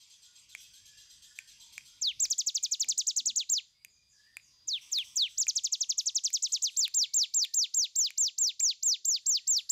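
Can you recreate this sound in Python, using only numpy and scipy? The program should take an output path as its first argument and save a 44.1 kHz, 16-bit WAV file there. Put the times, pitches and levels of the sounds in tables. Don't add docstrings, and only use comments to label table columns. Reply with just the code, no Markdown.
import sys
import numpy as np
from scipy import signal
from scipy.fft import rfft, irfft, next_fast_len
from scipy.io import wavfile
from scipy.ndimage import uniform_filter1d, minimum_filter1d

SR = 44100
rng = np.random.default_rng(int(sys.argv[2]) if len(sys.argv) > 2 else 0)


def rack_gain(trim_db):
    fader = np.asarray(trim_db, float)
    return 10 ** (fader / 20)


def put_to_file(sound):
    columns = np.atleast_2d(sound).T
    safe = np.clip(columns, -1, 1)
    whole_steps = np.round(safe * 32767)
    wavfile.write(sys.argv[1], SR, whole_steps.astype(np.int16))


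N = 428211

# t/s, peak level/dB, treble/dB
RATTLE = [(0.0, -50, 17), (0.1, -52, 11), (0.2205, -51.5, 19), (0.353, -51, 18), (0.4883, -48.5, 24),
          (0.5993, -50, 33), (0.7348, -50.5, 27), (0.8507, -50, 28), (0.971, -48.5, 25), (1.098, -49.5, 25),
          (1.2214, -47.5, 23), (1.352, -51.5, 29), (1.4736, -49, 25), (1.597, -47.5, 23), (1.724, -49, 30),
          (1.852, -50, 26), (4.8101, -58, 32), (5.0388, -63, 41), (5.2893, -54, 20), (5.53, -53.5, 13),
          (5.77, -54, 5), (5.998, -59, 39), (6.242, -50, 22), (6.48, -50, 26), (6.7, -50, 24)]


def bird():
    fall_shares = (0, .2, .45, .7, .88, 1)
    # f/Hz, peak level/dB
    throat = [(1800, -74.5), (2300, -52), (2900, -42), (3600, -30), (4050, -29.5), (4600, -25.5),
              (5050, -26), (5600, -25.5), (6200, -21), (6600, -23.5), (7200, -19.5), (7500, -26),
              (7800, -25), (8200, -35)]
    # f/Hz, level/dB
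    leak = [(1400, -39), (2100, -6), (2800, -6.5), (3900, 3.5), (7000, -0.5), (8800, -16.5), (10200, -24.5),
            (10900, -12.5), (11800, -8), (14000, -9), (16000, -7.5)]
    multiples = (.5, 1.5, 2, 2.5, 3, 4, 5)
    partial_db = (-39, -41.5, -23, -38.5, -22, -55, -54.5)
    partial_slopes = (2.5, 5, 2.5, 1.5, 1.5, .6, .6)
    # t/s, level/dB
    facing_phone = [(2.0, 0), (2.6, 4.5), (3.1, 0), (3.6, -0.5), (4.7, 2.5), (5.3, 1), (6.2, -0.5),
                    (6.6, 1), (6.9, 3.5), (9.0, 0), (9.7, 3)]
    # t/s, turn, tip
    head = [(2.0, -0.7, 0.32), (2.5, 0.16, -0.15), (2.9, -0.18, 0), (3.4, -0.97, -0.73),
            (3.55, -0.88, -0.61), (4.7, -1.2, 0.35), (5.3, -0.17, 0.31), (5.6, -0.000098, 0.3),
            (5.9, -.3, 1.3), (6.45, 0.43, 0.66), (6.65, 0.089, 0.36), (6.8, 0.76, 0.058), (7.4, 1, -0.13),
            (7.75, 0.23, -0.081), (8.5, 0.31, 0.19), (9.06, .8, 0.0088), (9.3, 1.1, 0.24),
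            (9.6, 0.91, -0.41)]
    # f/Hz, level/dB per turn
    turn_colour = [(3300, 0.2), (4000, 0.6), (4700, 3), (5500, -0.5), (6300, -2.5), (7000, -1), (7500, 1)]
    # f/Hz, level/dB per tip
    tip_colour = [(3300, -0.5), (4000, -1.5), (4700, -1.1), (5500, 3), (6300, 1.2), (7000, -2.2),
                  (7400, -2)]
    # t/s, strength/dB, lift low in the sweep/dB
    half_pitch = [(2.0, 2, 3), (2.8, 1, 8), (3.6, -6, 5.5), (4.7, -4, 7), (5.6, 5, -4), (6.6, 2, 3),
                  (6.9, 0, 3), (7.4, -3, 6), (7.6, -5.5, -4), (9.0, -3.2, -3), (9.2, -6.5, 1),
                  (9.7, -4.5, 2)]
    # t/s, level/dB
    gape = [(2.2, 2.5), (2.4, 0.5), (3.3, -0.5), (3.5, 1), (4.7, 0.5), (6.6, 0.5), (6.78, 2.5), (6.95, 0),
            (7.35, 1.5), (7.55, -4.5), (7.76, -2.5), (7.97, 0.7), (8.2, 2), (8.4, 0), (8.62, -2.5),
            (8.85, -2.5), (9.06, -1.5), (9.28, 2.5), (9.7, 1.5)]

    times, pitch, rise_db, high_db, low_db = [], [], [], [], []
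    for top, rise, fall, start_hz, bend, up_db, note_high_db, note_low_db in song():
        dive = (bend[-1] - 1850) / (bend[-2] - bend[-1]) * .12 * fall * .7
        times += [top - 1.5 * rise, top - 1.22 * rise, top - rise, top - 0.25 * rise]
        times += [top + share * fall for share in (0, .07) + fall_shares[1:]]
        times += [top + fall + dive, top + fall + dive + 0.005]
        pitch += [start_hz - 600, start_hz - 450, start_hz, start_hz + .8 * (bend[0] - start_hz)]
        pitch += [*bend, 1900, 1820]
        rise_db += [-70, up_db - 30.0, 1.5 * min(up_db, 0) - 13.0, up_db]
        rise_db += [0.41 * up_db - 2.5, 0.089 * up_db - .8, 0, 0, 0, 0, 0]
        rise_db += [-.25 * max(80 - 1000 * fall, 0), -70]
        high_db += [note_high_db] * 13
        low_db += [note_low_db] * 13

    t = np.arange(N) / SR
    effort, high, low = (np.interp(t, times, v) for v in (rise_db, high_db, low_db))
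    hz = uniform_filter1d(bent(t, times, pitch), int(.002 * SR)) * (1 + .003 * walk(150))
    effort += low + (high - low) * np.clip((hz - 3600) / 1500, 0, 1)
    effort += .5 * walk(250)
    phase = 2 * np.pi * np.cumsum(hz) / SR

    turn, tip = curve(head), curve(np.array(head)[:, ::2])
    main = at_hz(hz, throat) + effort + turn * at_hz(hz, turn_colour) + tip * at_hz(hz, tip_colour)
    main += curve(gape) * np.clip((hz - 7150) / 250, 0, 1)
    voice = rack_gain(main) * np.sin(phase)

    shadow = curve(half_pitch)
    shadow += curve(np.array(half_pitch)[:, ::2]) * np.clip((6000 - hz) / 1500, 0, 1)
    facing = curve(facing_phone)
    flung = np.clip(np.gradient(hz) / 6, 0, 1)
    shimmer = .22 * walk(500)
    for k, db, slope in zip(multiples, partial_db, partial_slopes):
        heard = k * hz < .4 * SR
        level = db + slope * (hz - 6500) / 1000 + main + at_hz(k * hz, leak)
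        level += 6.9 * flung + facing if k > 1 else shadow
        level += 2.75 * min(k, 1.5) * walk(83)
        voice += heard * rack_gain(level) * np.sin(k * phase + shimmer * k)

    flick_air = noise([(1800, -61.5), (2800, -16), (5000, -1), (14000, -4), (16000, -9)])
    steady_air = noise([(8000, -44.0), (10500, -5.0), (14000, -1), (16000, -9.0)])
    rush = flung * rack_gain(main + facing - 28) * flick_air + rack_gain(main + facing - 47) * steady_air
    return (voice + rush) * (effort > -66)


def song():
    # t/s at the top, fall/ms, f/Hz at 45 % of the fall, flick effort/dB, strength/dB
    drops = [
        (2.016, 109, 4079, -18.5, -1.9),
        (4.6763, 114, 4048, -18, -4.5),
        (4.9193, 119.0, 3962, -11.5, -3),
        (5.1618, 120, 3970, -5, -0.5),
    ]
    arches = [
        (2.2094, 54.03, 6870, -0.2, 0.19),
        (5.389, 48.9, 6770, 0.72, 0.36),
    ]
    trill_a = [(2.3065, 31.4, 5740, -8.5, -0.3), (2.3861, 35.7, 5310, -7, -0.6),
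               (2.4682, 36.6, 5180, -10.5, -0.1), (2.5494, 36.3, 5170, -15.5, -0.4),
               (2.6325, 36, 5110, -11.5, -0.6), (2.7174, 37.7, 5160, -10, -0.2),
               (2.8023, 39.1, 5200, -10.5, 0.3), (2.8918, 38.3, 5210, 1.5, 0.1),
               (2.9841, 38.9, 5130, 4.5, -0.1), (3.0757, 42, 5300, 7, -0.5), (3.1693, 41.6, 5190, 1, -0.4),
               (3.2636, 52, 4930, 4, -0.46), (3.3657, 68.4, 4490, 5.5, -0.4)]
    trill_b = [(5.4792, 33.11, 5750, -28, 0.68), (5.559, 37.2, 5160, -12, 0.045),
               (5.641, 37.7, 5150, -10.5, -0.75), (5.7222, 37.5, 5120, -21, 0),
               (5.806, 39.12, 5120, -23, -0.67), (5.8919, 37.8, 5140, -25.5, 0.41),
               (5.9788, 36.1, 5220, -18, 0.07), (6.0644, 39.3, 5140, -6, -0.17),
               (6.153, 38.76, 5300, -12.5, 0.75), (6.2432, 40.8, 5210, -7, 0.2),
               (6.3353, 42.8, 5290, -5.5, -0.65), (6.43, 46.9, 5120, -1, -0.43),
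               (6.5277, 50.9, 4910, -2, 0), (6.6283, 70.9, 4650, -1.5, 0.082)]
    glide_notes = [(3.5032, 101.2, 5473, 0.5, -1.05), (6.7762, 98.1, 5415, 1, 0.13),
                   (6.951, 108.6, 5840, -1, 0.81), (7.1471, 110.2, 5855, 1, 1),
                   (7.3493, 113.1, 5930, 2, -0.29), (7.5489, 113.6, 5956, 4.5, 0.72),
                   (7.7502, 116.7, 6097, 3, -0.35), (7.9656, 124.1, 5990, 0, -0.68),
                   (8.1864, 112, 6185, 2, -1.5), (8.3909, 124.4, 6020, 0, -0.49),
                   (8.6061, 122.9, 6115, 0, 0.31), (8.8372, 124.4, 6170, -0.5, 0.056),
                   (9.0583, 124.1, 6210, 2.5, -1.2), (9.2704, 121.1, 6074, 0.5, -0.34),
                   (9.4814, 125.8, 6135, -1, -0.22), (9.7034, 129, 6400, -1.5, 0.9)]
    # f/Hz at the top, then at 20, 45, 70, 88 and 100 % of the fall
    drop_hz = (7820, 5160, 4270, 3470, 2920, 2124)
    arch_hz = (7690, 7470, 6940, 5650, 4490, 3330)
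    trill_hz = (8240, 6560, 5150, 3970, 3313, 2697)
    glide_hz = (7520, 7305, 6016, 4660, 3340, 2400)
    # start f/Hz, rise/ms, early sink as share of the step to 20 % (below 0: a slight
    # swell up), effort while high/dB, while low/dB
    drop_push = (6000, 4.5, 0.38, 0.32, 8.3)
    arch_push = (4200, 15, 0, -1.1, -9.5)
    trill_push = (4200, 8.5, 0.58, 0.4, -1)
    glide_push = (4200, 11, -.2, .8, 2.5)
    bow = (0.036, 0.18, 1, 0.9, 0.75, 0.49)
    overshoot_hz_per_db = 10
    sag_high_db_per_khz, sag_low_db_per_khz = -1.9, 5

    kinds = ((drops, drop_hz, drop_push), (arches, arch_hz, arch_push),
             (trill_a + trill_b, trill_hz, trill_push), (glide_notes, glide_hz, glide_push))
    sung = []
    for rows, usual, (start_hz, rise, sink, high_db, low_db) in kinds:
        for top, fall, middle_hz, up_db, db in rows:
            sag = usual[2] - middle_hz
            bend = list(usual - sag * np.array(bow))
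            bend[0] += overshoot_hz_per_db * min(up_db, 0)
            bend.insert(1, bend[0] + sink * (bend[1] - bend[0]))
            note_high_db = db + high_db + sag_high_db_per_khz * sag / 1000
            note_low_db = db + low_db + sag_low_db_per_khz * sag / 1000
            sung.append((top, rise / 1000, fall / 1000, start_hz, bend, up_db, note_high_db, note_low_db))
    return sorted(sung)


def ticks():
    # t/s, peak level/dB, crack/dB, upper
    # rings/dB, ring f/Hz
    snaps = [(0.548, -26.5, -13, 11, 2260), (1.3863, -25.5, -7.5, 15.5, 2410),
             (1.7776, -26, -23, 15.5, 2340), (1.8063, -45.5, -23, -1, 2360), (2.2518, -33, -2, 0, 2400),
             (2.2815, -54, -25, -10, 2380), (2.8427, -33, -10, -2, 2350), (2.872, -54, -22.5, -12, 2350),
             (3.846, -34, -0.5, 7, 2440), (4.3669, -28, -6, 12.5, 2420), (4.3955, -50, -22, -13, 2400),
             (4.9838, -30, 1, 5, 2450), (5.4662, -26.5, -9.5, -18, 2395), (6.3014, -40.5, 1, 0, 2325),
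             (6.877, -34, 3, 18, 2502), (7.447, -33.5, 0.5, 18, 2380), (8.103, -33, -2.5, 14.5, 2370),
             (8.6054, -34, -14, 3, 2366)]
    # multiple of the ring pitch, level/dB, time to fall 60 dB/s
    modes = [
        (1.002, -1, .011),
        (1.04, -11, 0.016),
        (1.45, -28, 0.0032),
        (1.85, -31, 0.0067),
        (2.4, -25, 0.0035),
        (2.95, -19.5, .005),
    ]
    knock_db = (-26.5, -34, -27, -50, -30, -60, -38, -50, -60, -28, -62, -33, -32, -47, -38, -37, -36, -41)
    # t/s, peak level/dB
    thuds = [
        (0.549, -88),
        (2.255, -82),
        (2.845, -70),
        (3.85, -83),
        (4.95, -76),
    ]

    t = np.arange(int(0.037 * SR)) / SR
    late = np.maximum(t - .0022, 0)
    cracks = rng.standard_normal((len(snaps), len(t))) * np.exp(-.5 * ((t - .0023) / .0003) ** 2)
    snap = np.zeros(N)
    for (start, peak_db, crack_db, upper_db, ring_hz), crack in zip(snaps, cracks):
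        rings = [rack_gain(db - 60 * late / t60) * np.sin(2 * np.pi * k * ring_hz * late) for k, db, t60 in modes]
        hit = sum(rings[:2]) + rack_gain(upper_db) * sum(rings[2:]) + rack_gain(crack_db - 0.5) * crack
        i = int(start * SR)
        snap[i:i + len(t)] += rack_gain(peak_db) * hit
    snap = signal.sosfilt(signal.butter(4, (1900, 13500), "band", fs=SR, output="sos"), snap)

    shudder = through(strikes(thuds, np.transpose(thuds)[1]), np.exp(-np.arange(SR // 2) / SR / 0.076))
    knock = np.diff(np.exp(-.5 * ((t - .0025) / .00018) ** 2), prepend=0)
    body = through(strikes(snaps, knock_db), knock)
    shudder *= noise([(60, -25.5), (200, 5.0), (450, -4.0), (800, -5), (2000, -59)])
    return snap + body + shudder


def rattle():
    # f/Hz, level/dB per Hz
    breath_colour = [(880, -52), (1500, -4), (1720, -31), (2300, -10.5), (3220, 11), (3940, -1), (4560, 4),
                     (4930, 6), (8020, -1), (9500, -57), (12400, -31), (20900, -120)]
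    # f/Hz, level/dB per Hz
    treble_colour = [(8000, -52), (9700, -37), (10400, 1), (11400, -10), (12300, 1), (13300, -18),
                     (15000, -21), (16000, -26)]

    peak_db, treble_db = np.transpose(RATTLE)[1:]
    t = np.arange(int(.4 * SR)) / SR
    body = (1 - np.exp(-t / 0.0039)) * np.exp(-t / 0.096)
    breath = through(strikes(RATTLE, peak_db - 8.5), body) * noise(breath_colour, lumpy_db=7.0)
    breath *= rack_gain(0.58 * walk(49))

    hz = 2900 + 1500 * np.exp(-t / 0.045)
    phase = 2 * np.pi * np.cumsum(hz) / SR
    tone = np.sin(phase) + rack_gain(-4.0) * np.sin(2 * phase) + rack_gain(-14.5) * np.sin(3 * phase)
    call = np.exp(-(t / 0.049) ** 4) * tone
    core = through(strikes(RATTLE, peak_db - 9.5), call) * (0.62 + 0.92 * walk(450))
    core = rack_gain(-9) * core + through(core, tail(0.2, 0.00035))

    puff = (1 - np.exp(-t / 0.0079)) * np.exp(-(t / 0.05) ** 2)
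    sheen = through(strikes(RATTLE, peak_db + treble_db - 44.5), puff) * noise(treble_colour, lumpy_db=3.0)
    return breath + core + chatter() + sheen


def chatter():
    chirps_per_call = 6
    when, high, size = rng.random((len(RATTLE), chirps_per_call, 3)).reshape(-1, 3).T
    start, peak_db = np.repeat(np.array(RATTLE)[:, :2], chirps_per_call, axis=0).T
    start = start + 0.056 * when ** 1.4
    length = np.full(len(start), 0.041)
    top_hz = 4600 + 4300 * high ** 1.5
    rows = zip(start, length, top_hz, top_hz - 1300, peak_db - 13.0 - 6 * size)
    chirps = glides(rows, 1 + 0.012 * walk(500), round_off=0.86)
    return through(chirps, tail(0.33, 0.0014, patchy_db=-1.0))


def scolds():
    # t/s, peak level/dB
    bursts = [
        (0.569, -53.5),
        (4.81, -54),
        (5.038, -52),
        (5.289, -57.5),
    ]
    t = np.arange(int(.4 * SR)) / SR
    burst = (1 - np.exp(-t / 0.0047)) * np.exp(-t / 0.11)
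    colour = [(2000, -37), (3300, -2), (4300, -35), (5500, -2.0), (6200, -4.5), (7000, -21), (8100, -7),
              (9200, -27)]
    return through(strikes(bursts, np.transpose(bursts)[1]), burst) * noise(colour, 3.1)


def whistles():
    # t/s, length/s, from f/Hz, to f/Hz, level/dB
    calls = [(.23, 0.12, 1424, 1460, -75.5), (.48, 0.16, 1470, 1474, -76), (.7, 0.14, 1514, 1736, -71),
             (.82, 0.24, 1733, 1680, -65.5), (.73, 0.24, 2226, 2470, -71), (.56, 0.1, 2400, 2620, -60),
             (.35, .1, 2550, 2500, -74), (4.45, 0.22, 1073, 970, -83), (.93, 0.076, 2760, 2750, -65),
             (1.24, 0.19, 1722, 1847, -62), (1.252, 0.31, 1430, 1710, -70.5), (1.58, 0.14, 952, 912, -68),
             (1.85, 0.11, 1394, 1376, -68), (2.28, 0.14, 3330, 3330, -62), (2.4, 0.045, 1115, 1150, -80),
             (2.58, 0.09, 2430, 2450, -64), (2.76, 0.054, 2850, 2925, -62), (3.72, 0.13, 2220, 2330, -75),
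             (3.87, 0.24, 2380, 2460, -73.5), (4.2, 0.12, 1800, 1970, -73), (4.11, 0.25, 1674, 1818, -66),
             (5.88, 0.089, 1097, 1108, -77), (6.9, 0.55, 2213, 2370, -67), (7.35, 0.2, 1955, 1790, -70),
             (7.66, 0.13, 1430, 1380, -81), (7.993, 0.07, 3140, 2920, -59.5), (8.38, 0.11, 2496, 2150, -71),
             (9.26, .09, 1294, 1250, -83), (9.2, .47, 1900, 1960, -78), (9.498, 0.079, 1280, 1270, -76),
             (9.62, 0.083, 1370, 1370, -87)]
    # t/s, length/s, from f/Hz, to f/Hz, level/dB
    bumps = [
        (3.17, 0.22, 230, 215, -70.5),
        (8.86, 0.21, 365, 369, -86.5),
        (4.63, 0.091, 300, 300, -81),
    ]
    # t/s, to f/Hz, level/dB
    slow_sweeps = [
        (3.874, 5280, -65),
        (4.086, 2800, -59),
        (4.404, 3530, -58.5),
    ]
    # t/s, f/Hz, level/dB
    high_peeps = [
        (5.955, 10970, -63),
        (6.679, 10700, -61),
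        (9.55, 11300, -64),
    ]
    sweep_s, sweep_hz, sweep_hold = .13, 7100, 1.15
    peep_s, peep_sink = .07, .045

    waver = 1 + .012 * walk(30) + .014 * walk(250)
    hoarse = 1 + .03 * walk(600)
    flutter = .8 + .8 * walk(110)
    sweeps = [(s, sweep_s, sweep_hz, hz, db) for s, hz, db in slow_sweeps]
    peeps = [(s, peep_s, hz, hz * (1 - peep_sink), db) for s, hz, db in high_peeps]
    far = rack_gain(-3.5) * glides(calls + peeps, waver, round_off=.3) * flutter
    farthest = glides(sweeps, hoarse, sweep_hold, fade_db=15.0) * (0.66 + walk(900))
    farthest = through(farthest, tail(0.6, 0.003, patchy_db=1.5))
    hums = glides(bumps, hoarse ** 3, round_off=1) * flutter
    return through(far, tail(.32, .004)) + rack_gain(-11) * far + hums + farthest


def insect():
    # t/s, level/dB
    loudness = [
        (0, -73.5),
        (2, -73.5),
        (3.6, -73.5),
        (4.7, -70),
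        (6, -82),
        (9.71, -85),
    ]
    line = np.sqrt(2) * np.sin(2 * np.pi * np.cumsum(4850 + 70 * walk(300)) / SR)
    buzz = noise([(4300, -27.5), (4650, -11.0), (4850, -5.5), (5050, -11), (5400, -37.0)])
    return rack_gain(curve(loudness) + 2.0 * walk(40)) * (line + 0.65 * buzz)


def chorus_hiss():
    # t/s, level/dB
    loudness = [(0, -81), (1.9, -77), (3.6, -87.5), (4.05, -91.5), (4.3, -85.5), (4.65, -83.5), (4.9, -72),
                (5.5, -82.5), (6.6, -81.5), (7.0, -84), (7.5, -85), (9.1, -95), (9.3, -83), (9.71, -86)]
    # f/Hz, level/dB per Hz
    colour = [(300, -29), (650, -36.5), (1000, -22.5), (1500, -26), (2500, -13), (5000, -14), (7500, -17),
              (9000, -25.5), (14000, -35.5), (16000, -49)]
    chorus = rack_gain(curve(loudness) + 17.5) * noise(colour, lumpy_db=1.5)
    edges_hz = (250, 800, 1300, 2000, 3200, 4600, 7000, 17000)
    hiss = np.zeros(N)
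    for pair in zip(edges_hz, edges_hz[1:]):
        band = signal.sosfilt(signal.butter(2, pair, "band", fs=SR, output="sos"), chorus)
        hiss += band * rack_gain(2.0 * walk(12))
    return hiss


def low_rumble():
    # t/s, level/dB
    loudness = [(0.0, -83.5), (2.19, -73.5), (2.4, -85), (3.3, -81), (3.43, -85), (5.38, -76.5),
                (5.65, -86.5), (7.17, -86), (7.73, -93.5), (9.66, -86.5), (9.71, -92)]
    # f/Hz, level/dB per Hz
    colour = [(18, -30), (36, 5), (54, 4.5), (124, 4), (167, -3.5), (192, -2.5), (228, -8), (492, -21),
              (600, -19), (780, -52.5), (1320, -120)]
    gusts_db = 2.2 * walk(12)
    return rack_gain(curve(loudness) + gusts_db) * noise(colour)


def glides(rows, waver, hold=1, fade_db=0, round_off=0.056):
    out = np.zeros(N)
    for start, length, from_hz, to_hz, db in rows:
        share = np.arange(int(length * SR)) / (length * SR)
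        span = slice(int(start * SR), int(start * SR) + len(share))
        hz = (from_hz + (to_hz - from_hz) * share ** hold) * waver[span]
        swell = rack_gain(db - fade_db * share) * np.sin(np.pi * share) ** round_off
        out[span] += swell * np.sin(2 * np.pi * np.cumsum(hz) / SR)
    return out


def bent(t, times, values):
    times, values = np.array(times), np.array(values)
    step = np.diff(values) / np.diff(times)
    same = step[:-1] * step[1:]
    slope = np.where(same > 0, 2 * same / (step[:-1] + step[1:] + (same <= 0)), 0)
    slope = np.pad(slope, 1)
    i = np.clip(np.searchsorted(times, t) - 1, 0, len(step) - 1)
    width = times[i + 1] - times[i]
    u = np.clip((t - times[i]) / width, 0, 1)
    bow = (1 - u) * (slope[i] - step[i]) - u * (slope[i + 1] - step[i])
    return values[i] + u * width * (step[i] + (1 - u) * bow)


def curve(table):
    return np.interp(np.arange(N) / SR, *np.transpose(table)[:2])


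def at_hz(hz, table):
    knots, db = np.transpose(table)
    return np.interp(np.log(np.maximum(hz, 1)), np.log(knots), db)


def noise(table, lumpy_db=0., lump_hz=140):
    size = next_fast_len(N)
    hz = np.arange(size // 2 + 1) * SR / size
    lumps = np.interp(hz / lump_hz, np.arange(400), rng.standard_normal(400))
    colour = rack_gain(at_hz(hz, table) + lumpy_db * lumps)
    x = irfft(rfft(rng.standard_normal(size)) * colour, size)[:N]
    return x / x.std()


def walk(rate_hz):
    k = int(SR / rate_hz)
    x = uniform_filter1d(uniform_filter1d(rng.standard_normal(N), k), k)
    return x / x.std()


def strikes(table, db):
    x = np.zeros(N)
    x[(np.array(table)[:, 0] * SR).astype(int).clip(0, N - 1)] = rack_gain(db)
    return x


def tail(t60, onset_s, patchy_db=5):
    t = np.arange(int(.9 * SR)) / SR
    patches = np.interp(t / .004, np.arange(230), rng.standard_normal(230).clip(-3, 1.5))
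    fade = (1 - np.exp(-t / onset_s)) * rack_gain(-60 * t / t60 + patchy_db * patches)
    x = rng.standard_normal(len(t)) * fade
    return x / np.sqrt(np.sum(x ** 2))


def through(x, response):
    return signal.oaconvolve(x, response)[:N]


def scene():
    # delay/s, level/dB
    bounces = [
        (.0011, -31),
        (.0047, -20),
        (0.013, -34.5),
        (0.024, -36.5),
        (0.034, -31.5),
        (0.054, -45.5),
        (0.071, -41),
    ]
    near = bird() + ticks()
    echoes = sum(rack_gain(db) * np.pad(near, (int(s * SR), 0))[:N] for s, db in bounces)
    dull = signal.sosfilt(signal.butter(1, 7000, fs=SR, output="sos"), near)
    room = rack_gain(-17.5) * through(dull, tail(0.13, 0.0082))
    room += rack_gain(-28.5) * through(dull, tail(0.31, 0.25, patchy_db=0.0))
    far = rattle() + scolds() + whistles()
    background = insect() + chorus_hiss() + low_rumble()
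    return (near + echoes + room + far + background)[None]


def top_cut(x):
    return signal.sosfilt(signal.butter(12, 16390, fs=SR, output="sos"), x)


def record(dry):
    limit_db, hold = -20.5, int(.002 * SR)
    room_left = np.minimum(1, rack_gain(limit_db) / (np.abs(dry) + 1e-9))
    held = dry * uniform_filter1d(minimum_filter1d(room_left, hold), hold)
    cut = signal.sosfilt(signal.ellip(8, .3, 40, 15600, fs=SR, output="sos"), held)
    return top_cut(cut)


dry = scene()
out = record(dry)
put_to_file(out)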